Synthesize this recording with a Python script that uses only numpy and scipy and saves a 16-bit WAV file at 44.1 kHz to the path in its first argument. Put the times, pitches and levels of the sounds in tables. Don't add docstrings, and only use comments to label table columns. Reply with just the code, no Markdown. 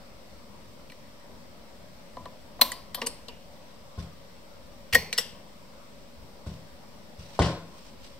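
import sys
import numpy as np
from scipy import signal
from scipy.fft import rfft, irfft, next_fast_len
from scipy.io import wavfile
from scipy.ndimage import uniform_filter1d

SR = 44100
rng = np.random.default_rng(int(sys.argv[2]) if len(sys.argv) > 2 else 0)


def store_pcm(level_fs):
    pcm = np.round(np.clip(level_fs, -1, 1) * 32767).astype(np.int16)
    wavfile.write(sys.argv[1], SR, np.atleast_2d(pcm).T)


def rack_gain(trim_db):
    fader = np.asarray(trim_db, float)
    return 10 ** (fader / 20)


N = 361459
BASS_HZ, EDGE_HZ = 52.6, 15750
PLINTH_HZ = (180, 1500)
SHARP_HZ, CRISP_HZ, BLUNT_HZ = 14300, 12000, 6000
SIDEWAYS = 3.5


def evened(x):
    return x / np.sqrt(np.mean(x ** 2) + 1e-20)


def topped(x):
    return x / (np.max(abs(x)) + 1e-20)


def read(points, hz):
    f, value = np.transpose(points)
    return np.interp(np.log(hz + 1), np.log(f + 1), value)


def add(mix, s, sound):
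    part = mix[..., round(s * SR):][..., :sound.shape[-1]]
    part += sound[..., :part.shape[-1]]


def sides(pan_db):
    return rack_gain(np.array([[.5], [-.5]]) * pan_db)


def chatter(lasts, rise):
    t = np.arange(4096) / SR
    shape = (1 - np.exp(-t / rise)) ** 2 * np.exp(-(t / (1.64 * lasts)) ** 1.225)
    uneven = rack_gain(2.65 * rng.exponential(1, 4096).clip(0, 4))
    blows = shape * rng.standard_normal(4096) * uneven
    for _ in range(2):
        z = rfft(blows)
        flat = irfft(z / (abs(z) + 1e-12)) * np.linalg.norm(shape)
        blows = np.clip(flat, -5 * shape, 5 * shape)
    return blows


def ring(body, crack_db, spread_db):
    t = np.arange(4096) / SR
    hz, width, db = np.transpose(body)[:, :, None]
    luck = rng.standard_normal((3, len(body), 1))
    db = db + spread_db * (luck[:1] + 0.83 * luck[1:])
    apart = np.array([[[.35]], [[-.35]]]) * (1 + 0.43 * luck[:1])
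    phase = np.minimum(hz / 9000, 1) * np.pi * apart
    decay = 2 * np.pi * width / SR * np.exp(-np.pi * width * t)
    modes = rack_gain(db) * decay * np.sin(2 * np.pi * hz * t + phase)
    out = modes[:, ::2].sum(1) - modes[:, 1::2].sum(1)
    out[:, 0] += rack_gain(crack_db)
    return out


def band(x, hz):
    return signal.sosfilt(signal.butter(2, hz, "bandpass", fs=SR, output="sos"), x)


def click(row, body, plinth, crack_db, pan_db, top_hz, blur):
    s, db, plinth_db, ms, rise_ms = row
    lasts, rise = max(ms, .3) / 1000, max(rise_ms, .1) / 1000
    part_ring = ring(np.multiply(body, [1, blur, 1]), crack_db, spread_db=3.5)
    part = signal.fftconvolve(part_ring, chatter(lasts, rise)[None], axes=1)
    low_ring = ring(np.multiply(plinth, [1, np.sqrt(blur), 1]), -41.0, spread_db=1.05)
    low = signal.fftconvolve(low_ring, chatter(1.24 * lasts, rise)[None], axes=1)
    low = band(low, PLINTH_HZ)
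    part = band(part, (PLINTH_HZ[1], top_hz))
    return s, sides(pan_db) * rack_gain(db) * (rack_gain(plinth_db) * topped(low) + topped(part))


def clicks(blur, *parts):
    out = np.zeros((2, N))
    for rows, *part in parts:
        for row in rows:
            add(out, *click(row, *part, blur))
    return out


# start_s, level_db, plinth_re_level_db, chatter_ms, rise_ms
LEVER_CLICKS = [
    (2.168, -45, 11.5, 2.2, .5),
    (2.255, -42, 3.5, 2.3, 0.62),
    (2.592, -48, 11, 2.5, .5),
    (2.972, -47.5, 8, 14, 0.5),
]
LATCH_CLICKS = [
    (2.6112, -5, -17, 2.86, 2.9),
]
TICK_CLICKS = [
    (.897, -42.5, -21, 2.9, 0.93),
    (.918, -42.5, -11, 2.6, .66),
]
PAWL_CLICKS = [
    (2.717, -21.5, -23, 2.2, 0.88),
]
CAM_CLICKS = [
    (2.945, -21.5, -16.5, 3.7, 0.78),
]
# pitch_hz, width_hz, level_db
LEVER_MODES = [(1920, 340, 2.5), (2880, 380, -6), (4230, 400, -6), (7500, 800, -10)]
LATCH_MODES = [(2210, 160, -27), (3370, 190, -30), (4200, 150, 4.5), (4870, 210, -7.5), (6770, 350, -8.5),
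               (8500, 200, -10), (9650, 230, -8), (12250, 650, 0.5), (13200, 260, -2.5), (14200, 300, -14)]
PAWL_MODES = [(1960, 91, 8), (3030, 43, 3.5), (4650, 67, 10.2), (6470, 580, 3), (9300, 300, 7),
              (11500, 600, -5)]
CAM_MODES = [(1930, 120, -6), (3110, 77, 4.5), (4660, 570, -1.5), (8760, 320, -2), (12500, 250, 4.5)]
ARM_PLINTH = [(250, 24, 0), (410, 53, -11), (516, 57, -1.5), (716, 103, -0.5), (1000, 22, 8.5),
              (1147, 58, 0.5)]


def arm_linkage(blur):
    return clicks(blur, (LEVER_CLICKS, LEVER_MODES, ARM_PLINTH, -14, 2.2, BLUNT_HZ),
                  (LATCH_CLICKS, LATCH_MODES, ARM_PLINTH, -14, 2.5, SHARP_HZ),
                  (TICK_CLICKS, SWITCH_MODES, ARM_PLINTH, -8, 1.5, CRISP_HZ),
                  (PAWL_CLICKS, PAWL_MODES, ARM_PLINTH, -10, 1.5, CRISP_HZ),
                  (CAM_CLICKS, CAM_MODES, ARM_PLINTH, -12, 1.5, CRISP_HZ))


# start_s, level_db, plinth_re_level_db, chatter_ms, rise_ms
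STOP_CLICKS = [
    (3.015, -23, -6.5, 5.1, 1.14),
    (3.282, -32.5, -9, 5, 0.83),
]
CATCH_CLICKS = [
    (3.061, -24.5, -20, 3.8, 1.9),
    (3.066, -15.5, -21.5, 3.9, 1.4),
]
# pitch_hz, width_hz, level_db
STOP_MODES = [(1900, 320, 5.5), (2800, 130, 17), (4220, 1300, 8), (5750, 1700, 5.5), (7800, 1500, -12),
              (11400, 980, -21)]
CATCH_MODES = [(2930, 150, -2), (4040, 130, -6), (4840, 310, 0), (6100, 390, 1), (7370, 480, -1),
               (8500, 170, 8.5), (8940, 340, 3), (10850, 530, -2.5), (13000, 700, -20)]
CAM_PLINTH = [(248, 18, 2.5), (460, 36, 1.5), (634, 280, -12), (970, 52, -2), (1146, 42, -5.5)]


def cam_stops(blur):
    return clicks(blur, (STOP_CLICKS, STOP_MODES, CAM_PLINTH, -13, 1.5, CRISP_HZ),
                  (CATCH_CLICKS, CATCH_MODES, CAM_PLINTH, -17, 1.2, CRISP_HZ))


# start_s, level_db, plinth_re_level_db, chatter_ms, rise_ms
SWITCH_CLICKS = [
    (4.926, -21.5, -18, 8.6, 0.15),
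    (5.1272, -17.5, -26.5, 3.4, 0.18),
]
PRESS_CLICKS = [
    (4.931, -19.5, -25, 4.2, 1.6),
    (4.945, -6, -18.5, 3.6, 3.64),
]
RELEASE_CLICKS = [
    (5.177, -16, -27, 8.2, .6),
    (5.180, -15, -21.5, 3.7, 2.2),
]
# pitch_hz, width_hz, level_db
SWITCH_MODES = [(1930, 140, 8.5), (2320, 100, 12), (2880, 600, 4.5), (4160, 280, 10.5), (6320, 770, 2),
                (8200, 360, 1), (13000, 640, -40)]
PRESS_MODES = [(1880, 46, 9.5), (2170, 160, 3), (3350, 780, -9), (4380, 73, -2), (5000, 280, -7),
               (5540, 170, -2), (7740, 600, -14), (8800, 340, -10), (11700, 380, -5), (13360, 1000, -5.5)]
RELEASE_MODES = [(1957, 59, 1), (2750, 150, -1), (3520, 190, -8), (4630, 90, -3), (5240, 340, 1),
                 (5640, 65, 8), (8100, 260, -1), (8540, 200, -19), (11570, 510, 0), (14200, 600, -14)]
FRONT_PLINTH = [(238, 47, -5.5), (342, 130, -12), (472, 40, 5), (528, 63, -0.5), (710, 110, -4),
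                (1050, 68, -5.5)]


def button(blur):
    return clicks(blur, (SWITCH_CLICKS, SWITCH_MODES, FRONT_PLINTH, -13, .8, CRISP_HZ),
                  (PRESS_CLICKS, PRESS_MODES, FRONT_PLINTH, -12, .8, CRISP_HZ),
                  (RELEASE_CLICKS, RELEASE_MODES, FRONT_PLINTH, -11, .8, CRISP_HZ))


def mechanism(blur):
    return rack_gain(5.5) * (arm_linkage(blur) + cam_stops(blur) + button(blur))


# start_s, level_db, plinth_re_level_db, chatter_ms, rise_ms
KNOCKS = [
    (3.974, -49, 12.5, 2.8, 0.23),
    (4.003, -45.5, -2, 4.1, 1.6),
    (6.461, -51.5, 14, 3, 0.13),
    (6.49, -49.5, 3, 5.7, 2.6),
    (7.391, -20, 2.5, 10.3, 0.12),
    (7.417, -19, -15.5, 10, 1.6),
    (7.44, -26, -4.5, 19.8, 3.3),
]
# pitch_hz, width_hz, level_db
KNOCK_MODES = [(1950, 280, -7), (2960, 390, -3.5), (4760, 3000, -6.5), (8100, 2600, -11.5)]
BOX_MODES = [(275, 82, 5.5), (440, 63, 3), (529, 43, 3.5), (703, 61, 3.5), (713, 140, -7), (868, 35, -1.5),
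             (1057, 19, 7.5), (1464, 47, 1)]


def knocks(blur):
    return clicks(blur, (KNOCKS, KNOCK_MODES, BOX_MODES, -30, 1.5, BLUNT_HZ))


# start_s, level_db, push_ms
THUMPS_PUSHED = [
    (3.014, -68, 1.1),
    (3.072, -57, 1.1),
    (3.9768, -23.5, 3),
    (4.9297, -25, 3.4),
    (5.173, -59, 1.5),
    (6.4644, -25.5, 2),
    (7.183, -33, 2.5),
    (7.3956, -11, 1.6),
]
# pitch_hz, level_db, t60_s
LOW_MODES = [(66, -24, 0.2), (80.2, 0.5, 0.17), (89.6, 6, 0.17), (106, -4.5, 0.29), (124, -7, 0.35),
             (164.7, 0.5, 0.4), (194.2, -1.5, 0.25), (259.7, -7, 0.16)]
# start_s, level_db, width_ms
STYLUS_POP = (7.392, -6.5, 0.46)


def thumps():
    out, t = np.zeros(N), np.arange(SR // 2) / SR
    hz, db, t60 = np.transpose(LOW_MODES)[:, :, None]
    swell = 1 - np.exp(-t / 0.0053)
    for s, level_db, ms in THUMPS_PUSHED:
        luck = rng.standard_normal((2, len(LOW_MODES), 1))
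        decay = rack_gain(db + 1.03 * luck[0] - 60 * t / t60)
        modes = (decay * np.sin(2 * np.pi * hz * (1 + 0.008 * luck[1]) * t)).sum(0)
        push = t[:2000] * np.exp(-t[:2000] * 1000 / ms * 2)
        boom = signal.fftconvolve(modes * swell, push)[:len(t)]
        add(out, s, -rack_gain(level_db) * topped(boom))
    s, level_db, ms = STYLUS_POP
    u = (t[:400] - .003) * 1000 / ms
    add(out, s - .003, -rack_gain(level_db) * (1 - 2 * u ** 2) * np.exp(-u ** 2))
    out = signal.sosfilt(signal.butter(3, BASS_HZ, "highpass", fs=SR, output="sos"), out)
    return out * sides(1.5)


# pitch_hz, correlation
LIKENESS = [(60, 0.41), (130, 0.7), (290, 0.5), (640, 0.59), (1410, -0.025), (3100, 0.057), (6820, -0.11),
            (15000, 0.014)]


def noise(gain, patchy_db):
    frames, hz = N // 512 + 5, np.fft.rfftfreq(2048, 1 / SR)
    a, b, c, d, patches = rng.standard_normal((frames, 1025, 5)).T
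    patches = evened(uniform_filter1d(uniform_filter1d(patches, 12, 0), 8, 1))
    same = np.clip(read(LIKENESS, hz), -1, 1)[:, None]
    left = a + 1j * b
    right = same * left + np.sqrt(1 - same ** 2) * (c + 1j * d)
    z = np.array([left, right]) * gain(hz)[:, None] * rack_gain(patchy_db * patches)
    return evened(signal.istft(z, nperseg=2048, noverlap=1536)[1][:, :N])


# loudest_s, level_db, swell_s, fade_s
RUSTLE_SWEEPS = [
    (4.0, -49, 0.06, .12),
    (6.467, -51, 0.012, 0.25),
    (7.19, -51.5, .012, 0.5),
    (7.355, -51.5, 0.051, 0.11),
    (7.796, -56.5, 0.2, 0.035),
    (7.866, -52, 0.093, 0.097),
    (8.048, -49, 0.055, 0.13),
]
# pitch_hz, level_db
RUSTLE_SPECTRUM = [(500, 4), (1500, -0.5), (3000, 5.5), (6000, 4.5), (10000, -6.5), (16000, -22)]


def rustle():
    t, level = np.arange(N) / SR, np.zeros(N)
    for s, db, swell, fade in RUSTLE_SWEEPS:
        away = np.maximum((s - t) / swell, (t - s) / fade)
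        level += rack_gain(db - 20 * np.minimum(away, 5))
    clumps = rack_gain(2.0 * evened(uniform_filter1d(rng.standard_normal(N), 300)))
    hiss = noise(lambda hz: rack_gain(read(RUSTLE_SPECTRUM, hz)), patchy_db=1.5)
    return level * evened(clumps * hiss)


# delay_s, level_db
EARLY_ECHOES = [(.004, -9), (.0075, -7.5), (.015, -16.5), (0.02, -19), (.038, -25)]
# pitch_hz, t60_s
REVERB_TIMES = [(60, 0.33), (200, 0.47), (500, 0.53), (1200, 0.5), (3000, 0.5), (8000, 0.36), (16000, 0.3)]


def room(x, wet_db, echo_db):
    taps = np.zeros((2, SR))
    at = np.arange(300, SR - 20, 20) + rng.integers(0, 20, (2, (SR - 301) // 20))
    np.put_along_axis(taps, at, rng.choice([-1., 1.], at.shape), 1)
    hz, t, z = signal.stft(taps, SR, nperseg=512)
    apart = np.clip(hz / 1500, 0, 1)[:, None] ** 1.2
    z = np.array([z[0], np.sqrt(1 - apart ** 2) * z[0] + apart * z[1]])
    decay = rack_gain(-60 * t / read(REVERB_TIMES, hz)[:, None])
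    tail = signal.istft(z * decay, SR, nperseg=512)[1]
    tail = tail + 0.54 * tail[::-1]
    tail = signal.sosfilt(signal.butter(2, BASS_HZ, "highpass", fs=SR, output="sos"), tail)
    tail *= rack_gain(wet_db) / np.linalg.norm(tail[0])
    for s, db in EARLY_ECHOES:
        tail[0, round(s * SR)] += rack_gain(db + echo_db)
        tail[1, round(s * SR * 1.03)] += rack_gain(db + echo_db)
    return signal.fftconvolve(x, tail, axes=1)[:, :N]


# pitch_hz, level_db (per Hz)
MURMUR_SPECTRUM = [(27, -24), (40, 1), (170, -7.5), (320, -10.5), (1150, -12.5), (1650, -22.5), (2200, -20),
                   (5000, -110)]
# pitch_hz, width_hz, level_db
AIR_HUMS = [(211, 103, -57.5), (559.5, 113, -57.5), (962, 45, -69)]
# pitch_hz, level_db (per Hz)
HISS_SPECTRUM = [(1000, -4), (2000, -1), (5500, 0), (8000, -5.5), (12000, -10.5), (16000, -12.5)]


def floor():
    murmur = rack_gain(-50 - 3.5) * noise(lambda hz: rack_gain(read(MURMUR_SPECTRUM, hz)), patchy_db=2.5)
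    hums = np.zeros((2, N))
    for f, w, db in AIR_HUMS:
        hums += rack_gain(db) * noise(lambda hz: 1 / (1 + (2 * (hz - f) / w) ** 2), patchy_db=0.4)
    hiss = rack_gain(-56.5) * noise(lambda hz: rack_gain(read(HISS_SPECTRUM, hz)), patchy_db=1.1)
    return sides(2.4) * (murmur + hums) + sides(1.7) * hiss


def scene():
    near, far, boom = mechanism(0.77), knocks(1), thumps()
    near_room = room(mechanism(SIDEWAYS), -12.0, -7.5)
    far_room = room(knocks(SIDEWAYS) + rack_gain(-6.5) * boom, -2.5, 1)
    return near + near_room + far + far_room + boom + rustle() + floor()


def roll_off(x):
    return signal.sosfilt(signal.butter(12, 16470, fs=SR, output="sos"), x)


# pitch_hz, width_hz, level_db
HOUSING_NOTCHES = [(6580, 610, -11), (10410, 910, -11)]


def record(dry):
    size = next_fast_len(N)
    hz = np.fft.rfftfreq(size, 1 / SR)
    colour_db = sum(db / (1 + (2 * (hz - f) / w) ** 2) for f, w, db in HOUSING_NOTCHES)
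    colour_db += np.interp(hz, [EDGE_HZ, EDGE_HZ + 60, EDGE_HZ + 700], [0, -25, -45])
    mix = irfft(rfft(dry, size) * rack_gain(colour_db), size)[:, :N] - .0028
    return roll_off(mix)


dry = scene()
out = record(dry)
store_pcm(out)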